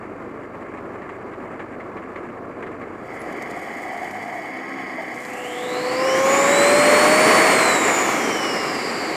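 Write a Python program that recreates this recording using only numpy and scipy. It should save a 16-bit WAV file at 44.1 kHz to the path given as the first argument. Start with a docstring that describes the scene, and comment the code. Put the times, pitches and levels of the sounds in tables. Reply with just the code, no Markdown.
"""Turbocharged engine under the hood

The engine idles with a loose clatter, made of noise bursts at each firing, then revs up with a rasp of ringing metal.
Sine waves at multiples of the crank speed make the exhaust note and, under load, the drone of the intake.
Shaped noise makes the rush of air. The turbo, a sine whistle with sweeping bands of noise, spools up and runs down."""
import sys
import numpy as np
from scipy.fft import rfft, irfft, next_fast_len
from scipy.io import wavfile
from scipy.ndimage import map_coordinates

SR = 44100
rng = np.random.default_rng(int(sys.argv[2]) if len(sys.argv) > 2 else 0)


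def waveform_to_disk(signal):
    """Save audio, clipped to [-1, 1], as 16-bit WAV at the path in sys.argv[1]."""
    frames = np.transpose(np.atleast_2d(signal))
    scaled = np.clip(frames, -1, 1) * 32767
    samples = np.round(scaled).astype(np.int16)
    wavfile.write(sys.argv[1], SR, samples)


N = 403942  # length in samples

TOP_ROTOR_HZ = 4500  # reference speed of the turbo rotor, in turns a second
BOOST_ATTACK_S = 0.33  # how long the drone and the air take to come in


def amp(db):
    """Turn decibels into a gain."""
    return 10 ** (np.asarray(db) / 20)


def unit(x):
    """Scale a sound to an average (rms) level of 1."""
    return x / np.sqrt(np.mean(x ** 2) + 1e-20)


def curves(rows):
    """Draw straight lines between the rows: one value per sample for each column after the time."""
    times, *columns = np.transpose(rows)
    return [np.interp(np.arange(N) / SR, times, column) for column in columns]


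def along(points, hz):
    """Read a value off (frequency, value) points, on a logarithmic frequency axis."""
    frequencies, values = np.transpose(points)
    return np.interp(np.log(hz + 1), np.log(frequencies), values)


def wobble(rate):
    """A smooth random curve through `rate` random points a second."""
    points = rng.standard_normal(int(N * rate / SR) + 4)
    return map_coordinates(points, [np.arange(N) * rate / SR])


def noise():
    """White noise: a steady hiss with all pitches in it."""
    return rng.standard_normal(N)


def filtered(x, response):
    """Multiply each frequency in a sound by the gain that response(f) gives."""
    padded = next_fast_len(N + 8192)
    spectrum = rfft(x, padded) * response(np.fft.rfftfreq(padded, 1 / SR))
    return irfft(spectrum, padded)[:N]


def coloured(x, points):
    """Shape a sound with a spectrum of (f/Hz, level/dB) points."""
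    return filtered(x, lambda hz: amp(along(points, hz)))


def ringing(x, modes):
    """Pass a sound through steep resonances (f/Hz, half-width/Hz, level/dB), to rms 1."""
    def resonance(f, centre, width):
        return 1j * f * width / (centre * centre - f * f + 1j * f * width)

    def response(f):
        # squaring makes the slopes steeper; the modes add up as powers
        power = sum(np.abs(amp(db) * resonance(f, centre, 2 * half) ** 2) ** 2 for centre, half, db in modes)
        return np.sqrt(power)

    return unit(filtered(x, response))


def puffs(turns, sharp, scatter_db):
    """Noise in loosely timed bursts, one per firing (two a turn), with sizes scattered at random."""
    firing = np.abs(2 * turns + 0.32 * wobble(50))
    sizes = amp(scatter_db * rng.standard_normal(int(firing.max()) + 1))
    pulse = np.exp(sharp * np.cos(2 * np.pi * firing))
    return unit(noise() * sizes[firing.astype(int)] * pulse)


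def band(hz, width_hz):
    """Narrow noise of rms 1 around a moving pitch: two slow random curves carried by cosine and sine."""
    angle = 2 * np.pi * np.cumsum(hz) / SR

    def swirl():
        return unit(filtered(noise(), lambda f: 1 / (1 + (f / width_hz) ** 2)))

    return swirl() * np.cos(angle) + swirl() * np.sin(angle)


def swells(events, attack, t60):
    """An envelope that rises and dies for each (t/s, level/dB) row; t60 is the time to fall by 60 dB."""
    t = np.arange(SR // 4) / SR
    envelope = np.zeros(N + SR)
    for start, db in events:
        envelope[round(start * SR):][:len(t)] += amp(db - 60 * t / t60) * (1 - np.exp(-t / attack))
    return envelope[:N]


def boost(attack_s):
    """Rise smoothly from 0 to 1 as the turbo starts to draw air, 5 s into the sound."""
    progress = np.clip((np.arange(N) / SR - 5) / attack_s, 0, 1)
    return np.sin(np.pi / 2 * progress) ** 2


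def machinery(turns):
    """Belts and shafts churn over a rumble; the valve gear clatters and rings faintly, with harder knocks at idle."""
    # belts, shafts and block: t/s, churn level/dB, rumble level/dB
    churn_levels = [(0, -34.5, -50), (3.5, -33.5, -50), (4.1, -37.5, -56), (5.5, -37.5, -54),
                    (6.15, -28.5, -43), (7.3, -40, -47), (8.2, -29, -46.5), (9.16, -31, -44)]
    # tone of the churn in the engine bay: f/Hz, level/dB
    bay_colour = [(30, -47), (70, -22), (130, -14), (230, -2.5), (330, 2), (430, -1), (650, -4.5),
                  (930, -11.5), (1130, -7.5), (1350, -10), (1480, -17.5), (2100, -26), (3000, -40),
                  (16000, -58)]
    # tone of the valve gear: f/Hz, level/dB
    clatter_colour = [(500, -8.5), (1100, 9), (1450, 0.5), (1680, 8), (1930, 0.5), (2100, 5.5), (2550, -5),
                      (3000, -16), (3700, -30), (4700, -40), (5800, -34), (7300, -22.5), (10000, -37),
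                      (15000, -67)]
    # faint ring of the cover: f/Hz, half-width/Hz, level/dB
    ring_modes = [(4660, 110, 0)]
    # loose knocks at idle: t/s, level/dB (before attack and tone shaping)
    knock_events = [(0.7701, -34), (1.0177, -32.5), (1.0896, -30), (1.331, -33), (1.5926, -27),
                    (1.8, -31.5), (1.9654, -29), (2.157, -28.5), (2.6224, -28), (2.6623, -32),
                    (2.8115, -31.5)]
    # tone of the knocks: f/Hz, level/dB
    knock_colour = [(500, -6), (1100, 10.5), (1450, 1), (1680, 6), (2100, 8), (2550, -4.5), (3000, -12),
                    (3800, -19.5), (4700, -27), (5800, -33), (7300, -27), (10000, -40), (15000, -67)]
    churn_db, rumble_db = curves(churn_levels)
    churn = unit(coloured(puffs(turns, sharp=0.13, scatter_db=1.1), bay_colour)) * amp(churn_db)
    rumble_colour = [(20, -31), (55, -14), (90, -4.5), (150, 2.5), (300, 3), (900, -56)]  # f/Hz, level/dB
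    rumble = unit(coloured(noise(), rumble_colour)) * amp(rumble_db)
    clatter = unit(coloured(puffs(turns, sharp=0.16, scatter_db=2.5), clatter_colour))
    clatter *= amp(-43.5 + 0.28 * wobble(14))
    ring = ringing(noise(), ring_modes) * amp(-78.5)
    rattles = noise() * swells(knock_events, attack=.002, t60=.12)
    knocks = coloured(rattles, knock_colour) * amp(3.0)
    return churn + rumble + clatter + ring + knocks


def exhaust(turns, speed):
    """Sine waves at multiples (orders) of the crank speed swell with effort and boom at the body's resonance."""
    # how hard the engine works: t/s, effort (share from 0 to 1)
    effort_curve = [(3.1, 0.4), (3.9, .27), (4.15, 0.66), (4.8, .93), (5.2, 0.61), (9.16, 0.86)]
    # exhaust orders: multiple of crank speed, level at effort 0/dB, level at effort 1/dB
    order_levels = [(2, -66, -54.5), (3, -73.5, -48.5), (4, -72, -37), (5, -65, -40.5), (16, -95, -39),
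                    (19, -95, -42)]
    effort, = curves(effort_curve)
    boom_hz, boom_width_hz, boom_db = 100, 13, 9.5  # body resonance; its gain at effort 1
    total = np.zeros(N)
    for order, idle_db, full_db in order_levels:
        nearness = np.exp(-((order * speed - boom_hz) / boom_width_hz) ** 2)
        level_db = idle_db + effort * (full_db - idle_db) + boom_db * effort * nearness
        unsteady = amp(1.2 * wobble(12))
        total += amp(level_db) * unsteady * np.sin(2 * np.pi * (round(order) * turns + rng.random()))
    return np.sqrt(2) * total  # makes the levels rms levels


def rasp(turns):
    """With the throttle open each firing rings the cover and airbox; the valves sizzle and tick."""
    # open throttle: t/s, cover level/dB, airbox level/dB, valve sizzle level/dB
    rasp_levels = [(2.8, -67, -72, -86), (3.08, -44, -44, -61), (3.4, -37, -40.5, -56),
                   (3.85, -35.5, -34, -53), (4.35, -36, -34.5, -54.5), (4.75, -34, -37.5, -59.5),
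                   (5.1, -33.5, -38, -54), (5.35, -38, -39.5, -46.5), (9.16, -39, -38.5, -58)]
    # resonances of the cover: f/Hz, half-width/Hz, level/dB
    cover_modes = [(1117, 37, -2), (1250, 120, -14), (1670, 100, -3), (1990, 153, 4.5), (2170, 85, 2),
                   (2280, 86, -13), (3050, 66, -13), (3355, 61, -15), (3920, 70, -25), (4660, 190, -17.5),
                   (5100, 80, -21), (5470, 70, -21), (6630, 220, -22.5), (8550, 130, -42),
                   (10450, 180, -40), (12080, 160, -41), (14250, 220, -43)]
    # resonance of the airbox: f/Hz, half-width/Hz, level/dB
    airbox_modes = [(735, 78, 0)]
    # the airbox gulps: t/s, level/dB (before the attack)
    gulp_events = [(4.975, -21)]
    # tone of the valve sizzle: f/Hz, level/dB
    sizzle_colour = [(2500, 2), (3800, -4), (5300, -1.5), (6000, 0), (6900, 6), (8500, 4), (9800, -4),
                     (11000, -2), (13200, -5.5), (15000, -7)]
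    # sharp ticks as it revs: t/s, level/dB (before attack and tone shaping)
    tick_events = [(3.2146, -45), (3.3238, -44), (3.4221, -38), (3.5079, -41), (3.5892, -46), (3.9734, -44),
                   (4.0427, -43), (4.1086, -41), (4.1674, -47), (4.2238, -44), (4.2772, -44), (5.2021, -43),
                   (5.249, -39), (5.3328, -39)]
    # tone of the ticks: f/Hz, level/dB
    tick_colour = [(2500, 0), (4200, 4), (5500, 2), (6900, 7), (9500, -4), (11300, 2), (13000, -7),
                   (15000, -13)]
    # a small metal part pings: t/s, level/dB (before attack and tone shaping)
    ping_events = [(3.19, -42.5)]
    cover_db, airbox_db, sizzle_db = curves(rasp_levels)
    cover = ringing(puffs(turns, sharp=0.12, scatter_db=1.0), cover_modes)
    cover *= amp(cover_db + 0.46 * wobble(9))
    suction = amp(airbox_db + 1.1 * wobble(9.9)) + swells(gulp_events, attack=.02, t60=0.2)
    airbox = suction * ringing(puffs(turns, sharp=0.39, scatter_db=0.0), airbox_modes)
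    sizzle = unit(coloured(puffs(turns, sharp=0.14, scatter_db=2.0), sizzle_colour))
    sizzle *= amp(sizzle_db + 0.53 * wobble(12))
    tick_bursts = noise() * swells(tick_events, attack=0.0016, t60=0.034)
    ticks = coloured(tick_bursts, tick_colour) * amp(2.5)
    ping_colour = [(9000, -40), (10700, -8), (10950, 21), (11250, -8), (13000, -40)]  # f/Hz, level/dB
    ping = coloured(noise() * swells(ping_events, attack=.012, t60=0.16), ping_colour)
    return cover + airbox + sizzle + ticks + ping


def drone(turns, speed):
    """Under boost the intake sings on the eighth order; overtones flare as they cross the tract's resonances."""
    # partials of the drone: crank order, level/dB
    partials = [(8, 0), (12, -3.5), (16, -3.5)]
    # what the intake tract lets through: f/Hz, level/dB
    tract_response = [(480, -1), (550, -1), (580, 1.5), (650, -3), (740, -5), (780, -12), (820, -7),
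                      (860, -15), (960, -25), (1010, -10), (1050, -5.5), (1100, -0.5), (1135, -16),
                      (1300, -25)]
    t = np.arange(N) / SR
    # rises by 23.5 dB a second, holds at -19 dB, then falls by 21 dB a second
    swell_db = -19 - 23.5 * np.maximum(6.127 - t, 0) - 21 * np.maximum(t - 7.32, 0)
    song = np.zeros(N)
    for order, db in partials:
        level_db = db + along(tract_response, order * speed) + 0.75 * wobble(25)
        song += amp(level_db) * np.sin(2 * np.pi * round(order) * turns)
    return np.sqrt(2) * boost(BOOST_ATTACK_S) * amp(swell_db) * song


def air(rotor_hz):
    """Air roars and hisses in, louder and brighter with rotor speed; the charge pipe sings at a set level."""
    # tone of the roar: f/Hz, level/dB
    roar_colour = [(20, -65), (40, -35), (100, -19.5), (200, -6), (280, -1), (400, 0), (520, 0),
                   (650, -4.5), (770, 0), (880, -5.5), (1090, 0), (1300, -3.5), (1500, -7), (1700, -4.5),
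                   (1900, -4), (2170, -2.5), (2350, -5), (2520, -13.5), (3250, -25.5), (5500, -120)]
    # tone of the hiss: f/Hz, level/dB
    hiss_colour = [(1500, -35), (2300, 9.5), (2600, 6.5), (2900, 5), (3400, 1.5), (4200, 1.5), (5300, 1),
                   (5800, -1), (6150, -2.5), (6500, 0.5), (7200, 4), (8200, 0), (9600, -6), (11000, -5.5),
                   (11900, -13), (13200, -11), (14400, -12), (15400, -17)]
    # resonances of the charge pipe: f/Hz, half-width/Hz, level/dB
    pipe_modes = [(2840, 190, -2.5), (7560, 200, -3)]
    octaves = np.log2(rotor_hz / TOP_ROTOR_HZ)  # rotor speed, in doublings from the reference
    eddies = amp(0.72 * wobble(30))
    # level at the reference speed in dB, plus dB per doubling of speed
    roar = unit(coloured(noise(), roar_colour)) * amp(-14.5 + 17 * octaves)
    hiss = unit(coloured(noise(), hiss_colour)) * amp(-25 + 19.5 * octaves)
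    pipe = ringing(noise(), pipe_modes) * amp(-43.5)
    return boost(BOOST_ATTACK_S) * eddies * (roar + hiss) + boost(1) * pipe


def turbo(rotor_hz):
    """The rotor whistles; its blades shed noise near one and two octaves up that sweeps the duct's resonances."""
    # the housing favours some pitches: f/Hz, whistle level/dB
    whistle_levels = [(1400, -77), (2250, -62), (2600, -47.5), (2930, -35.5), (3200, -41.5), (3600, -44.5),
                      (3800, -41), (3980, -31.5), (4230, -34), (4480, -31)]
    # resonances of the duct: f/Hz, level/dB
    duct_response = [(2000, 10), (2700, 10.5), (3500, 7), (4400, 7), (5600, 6), (6200, -5.5), (6750, 0),
                     (6950, 11.5), (7200, 5), (7600, 5.5), (8300, -0.5), (9200, -4.5), (10500, -18),
                     (12500, -10), (13200, 2), (13700, -1), (14300, 1), (15000, -14)]
    spin = rotor_hz / TOP_ROTOR_HZ
    angle = 2 * np.pi * np.cumsum(rotor_hz * (1 + .0006 * wobble(45))) / SR
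    tone = (np.sin(angle) + amp(-11) * np.sin(2 * angle)) * amp(1.2 * wobble(35))
    whistle = np.sqrt(2) * amp(along(whistle_levels, rotor_hz)) * tone
    # the howl's ratio to the rotor pitch grows a little with speed
    howl_hz = 2.005 * rotor_hz * spin ** .2
    howl_db = -30.5 + 16.5 * np.log2(spin)
    # the faster the flow, the more the howl blurs into hiss
    blur = np.interp(howl_hz, [2700, 5000, 7500, 9000], [.05, .5, .68, .88])
    howl = np.sqrt(1 - blur) * band(howl_hz, width_hz=170)
    howl += np.sqrt(blur) * band(howl_hz, width_hz=650)
    overtone = band(4 * rotor_hz, width_hz=500) * amp(-14)
    shed = coloured((howl + overtone) * amp(howl_db + .6 * wobble(25)), duct_response)
    return boost(.42) ** 2 * (whistle + shed)


def hood(x):
    """Close metal surfaces reflect the treble; the short echoes ripple its spectrum."""
    # echoes off the hood and nearby parts: delay/s, gain (negative flips the wave)
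    reflections = [(.0007, 0.03), (.000803, -0.061), (.000985, 0.041), (.00172, .08), (.00231, 0.067)]

    def response(f):
        echoes = sum(gain * np.exp(-2j * np.pi * f * delay) for delay, gain in reflections)
        return 1 + echoes * np.clip(f / 1500 - 1, 0, 1)  # none below 1500 Hz, all from 3000 Hz

    return filtered(x, response)


def scene():
    """A slightly wavering crankshaft times the engine, the rotor drives air and whistle; one microphone hears all."""
    # crankshaft: t/s, speed/(turns per second) before the waver
    crank_curve = [(0, 24), (3.05, 24), (3.3, 28), (3.5, 33.5), (3.95, 41), (4.35, 60), (4.5, 64.8),
                   (4.75, 67.3), (5.15, 62.3), (5.38, 62.8), (5.53, 61.1), (5.88, 62.8), (6.06, 65.9),
                   (6.17, 65.6), (6.3, 68), (7.3, 78.4), (7.9, 82), (9.16, 80)]
    # turbo rotor, whose turns per second are the whistle's pitch: t/s, f/Hz
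    rotor_curve = [(5.1, 1400), (5.4, 1650), (5.8, 2380), (5.97, 2600), (6.08, 2930), (6.33, 3560),
                   (6.62, 4034), (6.85, 4270), (7.1, 4450), (7.3, 4498), (7.42, 4463), (7.52, 4355),
                   (7.75, 3930), (8.05, 3540), (8.25, 3178), (8.47, 2916), (8.82, 2660), (9.16, 2540)]
    speed, = curves(crank_curve)
    rotor_hz, = curves(rotor_curve)
    turns = np.cumsum(speed * (1 + .004 * wobble(14))) / SR  # turns made so far
    engine = machinery(turns) + exhaust(turns, speed) + rasp(turns)
    intake = drone(turns, speed) + air(rotor_hz) + turbo(rotor_hz)
    bay = hood(engine + intake)
    return np.array([bay, bay])  # both channels alike


def record(dry):
    """The recorder rounds off the highest peaks and keeps nothing above its band limit."""
    top_hz = 15350
    rounded = dry / (1 + np.abs(dry / .6) ** 8) ** (1 / 8)  # peaks level off towards 0.6
    return np.array([filtered(x, lambda hz: hz < top_hz) for x in rounded])


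dry = scene()
out = record(dry)
waveform_to_disk(out)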